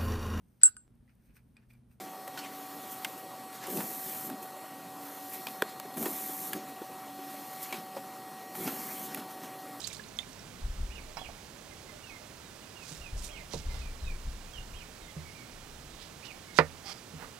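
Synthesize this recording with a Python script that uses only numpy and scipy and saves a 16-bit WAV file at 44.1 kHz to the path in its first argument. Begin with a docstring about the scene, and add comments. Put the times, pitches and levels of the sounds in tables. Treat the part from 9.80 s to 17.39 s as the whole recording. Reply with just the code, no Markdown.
"""A knife slices a pineapple in an open-air kitchen: fibres snap in tiny clicks, blows ring a wooden
block, once breaking through hard, and the edge scrapes across the grain. Before that, wet greens are
lifted from a basin and drip back in splats and ringing bubbles, and the knife knocks the table as it is
picked up. Chicks peep and a hen clucks in the yard; a breeze buffets the microphone over a steady hush."""
import sys
import numpy as np
from scipy import signal
from scipy.fft import rfft, irfft, next_fast_len
from scipy.io import wavfile
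from scipy.ndimage import uniform_filter1d

SR = 44100
rng = np.random.default_rng(int(sys.argv[2]) if len(sys.argv) > 2 else 0)


def to_wav(s):
    """Save 16-bit WAV."""
    ch = np.atleast_2d(s).T  # columns
    pcm = np.round(np.clip(ch, -1, 1) * 32767)  # PCM
    wavfile.write(sys.argv[1], SR, pcm.astype(np.int16))


N = 334719
T = np.arange(N) / SR
FFT_SIZE = next_fast_len(N, True)
HZ = np.fft.rfftfreq(FFT_SIZE, 1 / SR)

# outdoor hush and wind rumble: (frequency [Hz], level [dB])
AIR_COLOUR = [(15, -31), (30, -9), (50, -11), (80, -7.5), (150, -7.5), (230, -9.5), (300, -12),
              (470, -13.5), (770, -16), (1900, -20.5), (4000, -22.5), (5500, -23), (8000, -26),
              (11000, -31.5), (15800, -33.5)]
BREEZE_COLOUR = [(10, -49), (25, 3), (41, -12), (60, -4), (80, -15.5), (100, -19.5), (160, -30.5),
                 (400, -56.5), (1500, -90)]
# left-right likeness of the hush: (frequency [Hz], coherence [0-1])
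AIR_COHERENCE = [(60, 1), (130, 0.93), (290, 0.64), (1400, 0.9), (3100, 1), (7000, 0.74), (15000, 0.45)]
# gusts hit the microphone: (time [s], hold [s], level [dB])
GUSTS = [(0.841, 0.047, -32.5), (1.005, 0.027, -31), (1.45, .07, -52), (3.19, 0.033, -46.5),
         (3.345, 0.023, -33), (3.76, 0.033, -42), (3.865, 0.035, -33), (3.94, .18, -39), (4.24, 0.1, -35),
         (4.47, 0.022, -33.5), (4.79, 0.024, -41), (4.94, 0.037, -44), (5.23, .03, -52), (5.74, .42, -54)]
# kitchen reverb: (frequency [Hz], level [dB], t60 [s])
ROOM_BANDS = [(151, 20, 0.078), (610, -3, 0.31), (1940, -2, 0.39), (4800, 13, 0.12), (11800, -62, 0.095)]
# the hen's soft notes: (time [s], level [dB])
CLUCKS = [(1.272, -51), (1.87, -52), (2.12, -47.5), (2.40, -49.5), (3.21, -53), (3.355, -54), (3.48, -50),
          (3.605, -53)]
# full peeps leap to a crest and drop back: (time [s], level [dB], crest pitch [Hz])
PEEPS = [(1.100, -50.5, 2944), (1.370, -48.5, 3440), (3.487, -51, 3290), (4.934, -52.5, 3230),
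         (6.424, -49.5, 2990)]
# softer cheeps only slide down: (time [s], length [s], level [dB], starting pitch [Hz])
CHEEPS = [(1.877, 0.073, -58, 2140), (2.071, 0.064, -55, 2110), (2.215, .115, -54, 2950),
          (2.297, .07, -49, 2260), (2.80, .08, -62, 3050), (2.948, .11, -54, 2940),
          (3.206, 0.086, -50, 2890), (3.527, 0.09, -51, 2240), (3.79, 0.24, -58, 2150),
          (3.985, 0.11, -55, 2673), (4.192, .10, -59.5, 4240), (4.258, 0.073, -48.5, 2625),
          (4.729, 0.064, -46.5, 3344), (5.197, .12, -56, 2190), (5.20, .12, -63, 3930),
          (5.43, 0.085, -53, 2340), (5.542, 0.099, -53, 2395), (6.657, 0.13, -54, 2230)]
# drops that trap a bubble: (time [s], level [dB], pitch [Hz])
DROPS = [(.019, -38, 3860), (.042, -31.5, 3960), (0.046, -29.5, 4450), (.054, -41, 4300),
         (0.0712, -31, 7200), (.108, -45, 5800), (.113, -45, 2280), (.168, -41, 4320), (0.196, -41, 1680),
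         (0.3887, -23.5, 3470), (.392, -42.5, 2040), (.430, -46.5, 2230)]
# water smacks the surface: (time [s], peak level [dB])
SPLATS = [(.004, -33), (0.041, -39), (.0725, -27.5), (.0749, -21.5), (0.0846, -36), (.13, -29.5),
          (0.135, -36), (.139, -32), (.151, -41), (0.388, -32)]
# tone of splats and spray: (frequency [Hz], level [dB])
SPRAY_COLOUR = [(500, -23.5), (1500, -18), (4000, 1), (8000, 4), (12000, -4.5), (16000, -21.5)]
# ring of the knife, the block on its table and its dense modes: (frequency [Hz], level [dB], t60 [s])
KNIFE_MODES = [(680, -37.5, 0.033), (750, -39.5, .1), (933, -41.5, 0.074), (1115, -41.5, 0.076),
               (1280, -41, 0.045), (1460, -44, 0.029), (2216.3, -46, 0.16), (3260, -54.5, .06),
               (4040, -48, 0.13), (4660, -47, .05), (5060, -45, 0.127), (5605, -36.5, 0.04)]
BLOCK_MODES = [(82.1, -34.5, 0.59), (154.3, -22, 0.19), (257, -30, 0.16), (309, -22, 0.1),
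               (368, -22.5, 0.1), (455, -18, 0.12), (511.2, -20, 0.13), (583, -25, 0.15),
               (696, -24.5, 0.069), (752, -26, 0.081), (901, -25, 0.093), (1150, -16, 0.031),
               (1220.3, -25, 0.13), (1296, -26, 0.045), (1344, -14.5, 0.034), (1477, -40, 0.055),
               (1539, -21, 0.044), (1820, -33, 0.19), (1920, -25, 0.1), (1990, -19.5, 0.072),
               (2050, -29, 0.048), (2410, -27, 0.046), (3570, -35, 0.029), (4380, -13, 0.0055),
               (5300, -21.5, 0.012)]
CRACK_BANDS = [(700, -14, 0.1), (1310, -21.5, 0.098), (2170, -28, 0.12), (2940, -30, 0.07),
               (4870, -33, 0.078), (6020, -55, 0.045), (8000, -39, 0.0155), (15000, -42, .025)]
# hits on table and block, short for steel, long for soft fruit: (time [s], level [dB], contact [ms])
TABLE_KNOCKS = [(1.3697, -2, 0.055), (1.377, -0.5, 0.24), (1.415, 2, 1.03), (1.489, -1, 1.07),
                (1.496, 4, 1.3)]
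BLOCK_BLOWS = [(3.11, -16, 3.9), (3.7365, -16.5, 1), (3.757, -11, 3.4), (5.3625, -3.5, 5.6),
               (6.787, -0.5, 0.055), (7.335, -11, 4.18)]
# the blade scrapes the wood, then lifts off: (time [s], level [dB])
SCRAPE_ENVELOPE = [(7.03, -70), (7.06, -46.5), (7.095, -42), (7.128, -43.5), (7.135, -56), (7.19, -58)]
# resonances of the pressed blade: (frequency [Hz], width [Hz], level [dB])
SCRAPE_RING = [(788, 23, 2.5), (1230, 56, -3), (2200, 360, -3), (3320, 220, -0.5), (4740, 380, 6.5),
               (5200, 300, -8), (5540, 250, -8)]
# cuts through fibre, slides of knife or fruit on wood: (time [s], length [s], level [dB], brightest [Hz])
CUTS = [(2.98, 0.28, -48.5, 6300), (3.36, 0.065, -48, 6800), (3.40, 0.11, -44, 7260),
        (3.70, 0.082, -43.5, 5340), (3.74, 0.1, -49, 5200), (3.82, .30, -53.5, 4350),
        (6.155, 0.16, -52, 3800), (6.434, 0.059, -48, 4080), (6.735, 0.092, -44, 5000),
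        (6.76, 0.048, -38, 5640)]
SLIDES = [(1.36, 0.057, -45.5, 1110), (3.88, .15, -52, 710), (7.36, 0.15, -47, 1140)]
# left microphone port against right: (frequency [Hz], level [dB])
LEFT_TONE = [(100, 1), (200, 1.5), (380, -4), (700, -8), (1290, -11), (2380, -14), (4400, -14), (8100, -14),
             (15000, -4)]
# its lag behind the right: (frequency [Hz], phase [rad])
LEFT_PHASE = [(30, -0.099), (130, -0.03), (260, -0.57), (430, -0.72), (1500, -0.94), (4600, -1.04),
              (15000, -0.9)]


def amp(db):
    """Decibels to gain."""
    return 10 ** (np.asarray(db) / 20)


def unit(x):
    """Scales to rms 1."""
    return x / np.sqrt(np.mean(x ** 2) + 1e-20)


def read(points, hz):
    """Reads a curve on a log-frequency axis."""
    f, value = np.transpose(points)
    return np.interp(np.log(hz + 1), np.log(f + 1), value)


def fader(curve):
    """Gain ride through (time [s], level [dB]), silent outside it."""
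    s, db = np.transpose(curve)
    return amp(np.interp(T, s, db)) * (T >= s[0]) * (T <= s[-1])


def colour(x, points):
    """EQs x with (frequency [Hz], level [dB]), at rms 1."""
    size = next_fast_len(len(x), True)
    eq = amp(read(points, np.fft.rfftfreq(size, 1 / SR)))
    return unit(irfft(rfft(x, size) * eq, size)[:len(x)])


def add(mix, s, sound):
    """Mixes a sound in at s seconds."""
    part = mix[max(round(s * SR), 0):][:len(sound)]
    part += sound[:len(part)]


def crackle(size, per_s, spread_db):
    """Random tiny clicks, a few of them large."""
    chance, height, sign = rng.random(size), rng.exponential(1, size), rng.choice([-1, 1], size)
    return sign * (chance < per_s / SR) * amp(spread_db * np.minimum(height, 4))


def strays(start_s, end_s, per_s, low_hz, high_hz):
    """Loosely spaced random events: (time [s], pitch [Hz])."""
    rows = [(start_s + (k + when) / per_s, low_hz * (high_hz / low_hz) ** pitch)
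            for k, (when, pitch) in enumerate(rng.random((40, 2)))]
    return [(s, hz) for s, hz in rows if s < end_s]


def dying_noise(bands):
    """A half-second noise tail whose bands each die at their own speed."""
    t = T[:SR // 2]
    noise, hz = rfft(rng.standard_normal(len(t))), np.fft.rfftfreq(len(t), 1 / SR)
    centres = [row[0] for row in bands]
    shares = [read(list(zip(centres, pick)), hz) for pick in np.eye(len(bands))]
    return sum(unit(irfft(noise * share, len(t))) * amp(db - 60 * t / t60)
               for share, (_, db, t60) in zip(shares, bands))


def ring(modes):
    """Damped modes; a blow lands on a crest of some mode shapes and a trough of others."""
    t = T[:SR // 2]
    signs = np.sign(np.cos(np.arange(len(modes)) ** 2))
    return sum(sign * amp(db - 60 * t / t60) * np.sin(2 * np.pi * hz * t)
               for sign, (hz, db, t60) in zip(signs, modes))


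def strike(blows, body):
    """Each blow is a half-sine push on the body; longer contact leaves only the low modes."""
    out = np.zeros(N)
    for s, db, contact_ms in blows:
        progress = (np.arange(SR // 50) + .5) / (1 + SR * contact_ms / 1000)
        force = np.sin(np.pi * np.minimum(progress, 1))
        add(out, s, amp(db) * signal.fftconvolve(body, force / force.sum()))
    return out


def air(db=-50.5):
    """A steady bed of outdoor hush, partly shared by left and right."""
    right, other = rfft(rng.standard_normal((2, FFT_SIZE)))
    shared = read(AIR_COHERENCE, HZ)
    left = shared * right + np.sqrt(1 - shared ** 2) * other
    hush = irfft(np.array([left, right]) * amp(read(AIR_COLOUR, HZ)), FFT_SIZE)[:, :N]
    return amp(db) * unit(hush)


def low_room_noise(db=-58):
    """Faint low room noise at the washing place during the first second."""
    tone = [(40, -25), (110, 1), (250, 10), (400, -24), (1500, -35.5), (8000, -60)]
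    return amp(db) * fader([(0, -8), (.8, -4), (.85, -25)]) * colour(rng.standard_normal(N), tone)


def gusts(fall_s, rise_s=.03):
    """Wind envelope: each gust builds, holds and dies away."""
    return np.max([amp(db) * np.interp(T, [s - rise_s, s], [0, 1])
                   * np.exp(-np.maximum(T - s - hold, 0) / fall_s) for s, hold, db in GUSTS], axis=0)


def breeze(steadiness=.91, wake_db=-8.5, wake_top_hz=75):
    """Low eddies at the microphone follow the gusts; only the largest linger in the wake."""
    eddies = colour(rng.standard_normal(N), BREEZE_COLOUR)
    strength = np.sqrt(uniform_filter1d(eddies ** 2, size=3000) + 1e-6)
    eddies = unit(eddies / strength ** steadiness)
    large = unit(signal.sosfiltfilt(signal.butter(2, wake_top_hz, fs=SR, output="sos"), eddies))
    front = gusts(fall_s=.028)
    wake = gusts(fall_s=.19) - front
    return front * eddies + amp(wake_db) * wake * large


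def room(x):
    """Short, thin reflections from the roof and plank walls."""
    tails = np.array([unit(dying_noise(ROOM_BANDS)) for _ in range(2)]) / np.sqrt(SR // 2)
    return np.array([signal.oaconvolve(x, tail)[:N] for tail in tails])


def across_yard(x, scatter_db=-2, t60_s=.19):
    """Ground, fences and walls smear a distant call on its way to the kitchen."""
    t = T[:SR // 3]
    tails = rng.standard_normal((2, len(t))) * amp(-60 * t / t60_s)
    scatter = np.array([signal.oaconvolve(x, tail / np.linalg.norm(tail))[:N] for tail in tails])
    return x + amp(scatter_db) * scatter


def bird_note(hz, edges, waver=.0059, flutter_db=1, overtone_db=-23, low_db_per_octave=7):
    """A nearly pure note on a pitch curve, wavering in pitch and level; its low end carries best."""
    u = np.linspace(0, 1, len(hz))
    wobble, flutter = (np.interp(u, np.linspace(0, 1, 20), rng.standard_normal(20)) for _ in range(2))
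    phase = 2 * np.pi * np.cumsum(hz * (1 + waver * wobble)) / SR
    level_db = low_db_per_octave * np.log2(hz.max() / hz) + flutter_db * flutter
    swell = signal.windows.tukey(len(u), edges) * amp(level_db)
    return swell * (np.sin(phase) + amp(overtone_db) * np.sin(2 * phase))


def hen(length_s=.0324, foot_hz=582, arch=.042):
    """Short low clucks, all on the same slight arch of pitch."""
    out, u = np.zeros(N), np.linspace(0, 1, round(length_s * SR))
    hz = foot_hz * (1 + arch * np.sin(np.pi * u))
    for s, db in CLUCKS:
        add(out, s, amp(db) * bird_note(hz, edges=.52, waver=.034, flutter_db=-1, overtone_db=-26))
    return out


def cheep(length_s, hz, rest_hz=1910, sag=.55, max_fall_hz=645):
    """A sagging note: the higher it starts, the farther it falls, up to a limit."""
    fall_hz = min(sag * (hz - rest_hz), max_fall_hz)
    return bird_note(np.linspace(hz, hz - fall_hz, round(length_s * SR)), edges=.25)


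def chicks(peep_s=.098, crest=.3, foot_hz=2116, brood_db=-65):
    """Arched peeps and falling cheeps, with the rest of the brood faint behind them."""
    out, u = np.zeros(N), np.linspace(0, 1, round(peep_s * SR))
    arch = 1 - np.maximum(1 - u / crest, (u - crest) / (1 - crest)) ** 2
    for s, db, hz in PEEPS:
        add(out, s, amp(db) * bird_note(foot_hz + (hz - foot_hz) * arch, edges=.04))
    for s, length, db, hz in CHEEPS:
        add(out, s, amp(db) * cheep(length, hz))
    for s, hz in strays(start_s=2.4, end_s=6.8, per_s=2.2, low_hz=2100, high_hz=4200):
        add(out, s, amp(brood_db) * cheep(.14, hz))
    return out


def bubble(hz, cycles=7.3, rise_per_s=1.7, attack_s=.000096, tail_db=-15, tail_t60_s=.098):
    """A trapped bubble rings a few cycles, rising in pitch, and bursts; a weak ring lingers."""
    t = T[:SR // 8]
    attack = 1 - np.exp(-t / attack_s)
    decay = np.exp(-(t * hz / cycles) ** 3) + amp(tail_db - 60 * t / tail_t60_s)
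    return attack * decay * np.sin(2 * np.pi * np.cumsum(hz * (1 + rise_per_s * t)) / SR)


def spray(db=-52, lift_s=.16, fade_db_per_s=220):
    """Fine droplets stream off the lifted greens in a fizz of tiny bubbles, then thin out."""
    t = T[:SR // 8]
    pings = [np.sin(2 * np.pi * hz * t) * np.exp(-hz * t / 3) for hz in np.geomspace(2200, 13000, 20)]
    fizz = sum(signal.oaconvolve(crackle(SR, per_s=70, spread_db=4.1), ping)[:SR] for ping in pings)
    return amp(db - fade_db_per_s * np.maximum(T[:SR] - lift_s, 0)) * colour(fizz, SPRAY_COLOUR)


def dripping_greens(drip_db=-45.5, splat_t60_s=.0062, basin_db=-6, basin_t60_s=.028):
    """Bubbles ring, drops smack, spray patters; the steel basin throws it all back."""
    out, t = np.zeros(N), T[:SR // 8]
    for s, db, hz in DROPS:
        add(out, s, amp(db) * bubble(hz))
    for s, hz in strays(start_s=0, end_s=.65, per_s=18, low_hz=2950, high_hz=9800):
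        add(out, s, amp(drip_db) * bubble(hz))
    for s, db in SPLATS:
        smack = colour(rng.standard_normal(len(t)), SPRAY_COLOUR) * amp(-60 * t / splat_t60_s)
        add(out, s, amp(db) * smack / abs(smack).max())
    add(out, 0, spray())
    walls = rng.standard_normal(len(t)) * amp(-60 * t / basin_t60_s) * (t > .002)
    return out + amp(basin_db) * signal.oaconvolve(out, walls / np.linalg.norm(walls))[:N]


def scrape(grit_db=-9):
    """The edge catches on the wood grain; the slips ring the pressed blade."""
    slips = crackle(N, per_s=3900, spread_db=1.8)
    blade = sum(amp(db) * unit(signal.lfilter(*signal.iirpeak(hz, hz / width, SR), slips))
                for hz, width, db in SCRAPE_RING)
    grit = colour(slips, [(200, -18), (1000, 6), (5500, -2), (6800, -17), (15000, -28)])
    return fader(SCRAPE_ENVELOPE) * unit(unit(blade) + amp(grit_db) * grit)


def rub(strokes, per_s, spread_db, below_db, above_db, crest=.43):
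    """A broad band of tiny snaps swells and fades with the hand's pressure in each stroke."""
    out = np.zeros(N)
    for start, length, db, hz in strokes:
        t = np.arange(0, length, 1 / SR)
        band = [(hz / 8, 2 * below_db), (hz / 4.2, below_db), (hz / 1.25, 0),
                (hz * 1.16, 0), (hz * 2.7, above_db), (hz * 3.7, 1.8 * above_db)]
        pressure = np.interp(t / length, [0, crest, 1], [0, 1, 0]) ** 1.15
        add(out, start, amp(db) * pressure * colour(crackle(len(t), per_s, spread_db), band))
    return out


def pineapple():
    """The blade parts the fibres with a bright crunch; slides on the wood are duller."""
    crunch = rub(CUTS, per_s=4000, spread_db=4, below_db=-11, above_db=-23)
    return crunch + rub(SLIDES, per_s=3300, spread_db=1, below_db=-3, above_db=-11.5)


def chopping_block(crack_low_hz=650, low_cut_hz=90):
    """Blows ring separate modes and a crack so dense it is noise; deep bass does not radiate."""
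    crack = signal.sosfilt(signal.butter(3, crack_low_hz, "high", fs=SR, output="sos"),
                           dying_noise(CRACK_BANDS))
    low_cut = signal.butter(2, low_cut_hz, "high", fs=SR, output="sos")
    return strike(BLOCK_BLOWS, signal.sosfilt(low_cut, ring(BLOCK_MODES) + crack))


def scene(near_send_db=-14, block_send_db=-25, yard_send_db=-4, yard_db=-4.5, direct_left_db=-3):
    """Table work sits close and dry; the birds sit farther back."""
    block = chopping_block()
    knife = strike(TABLE_KNOCKS, ring(KNIFE_MODES)) + scrape()
    near = knife + pineapple() + dripping_greens() + low_room_noise()
    birds = chicks() + hen()
    reverb = room(amp(near_send_db) * near + amp(block_send_db) * block + amp(yard_send_db) * birds)
    direct = near + block + amp(yard_db) * across_yard(birds)
    return direct * amp([[direct_left_db], [0]]) + reverb + breeze() + air()


def record(dry):
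    """The left microphone port is muffled and lags; the hardest blow overloads; the top is cut."""
    ceiling, top_hz = .92, 15900
    left = amp(read(LEFT_TONE, HZ)) * np.exp(1j * read(LEFT_PHASE, HZ))
    ports = np.array([left, np.ones(len(HZ))]) * 2 / abs(1 + left)
    heard = irfft(rfft(dry, FFT_SIZE) * ports, FFT_SIZE)[:, :N]
    clipped = heard / (1 + (heard / ceiling) ** 8) ** (1 / 8)
    high_cut = signal.firwin(511, top_hz, window=("kaiser", 9), fs=SR)
    return signal.oaconvolve(clipped, high_cut[None], "same")


dry = scene()
out = record(dry)
to_wav(out)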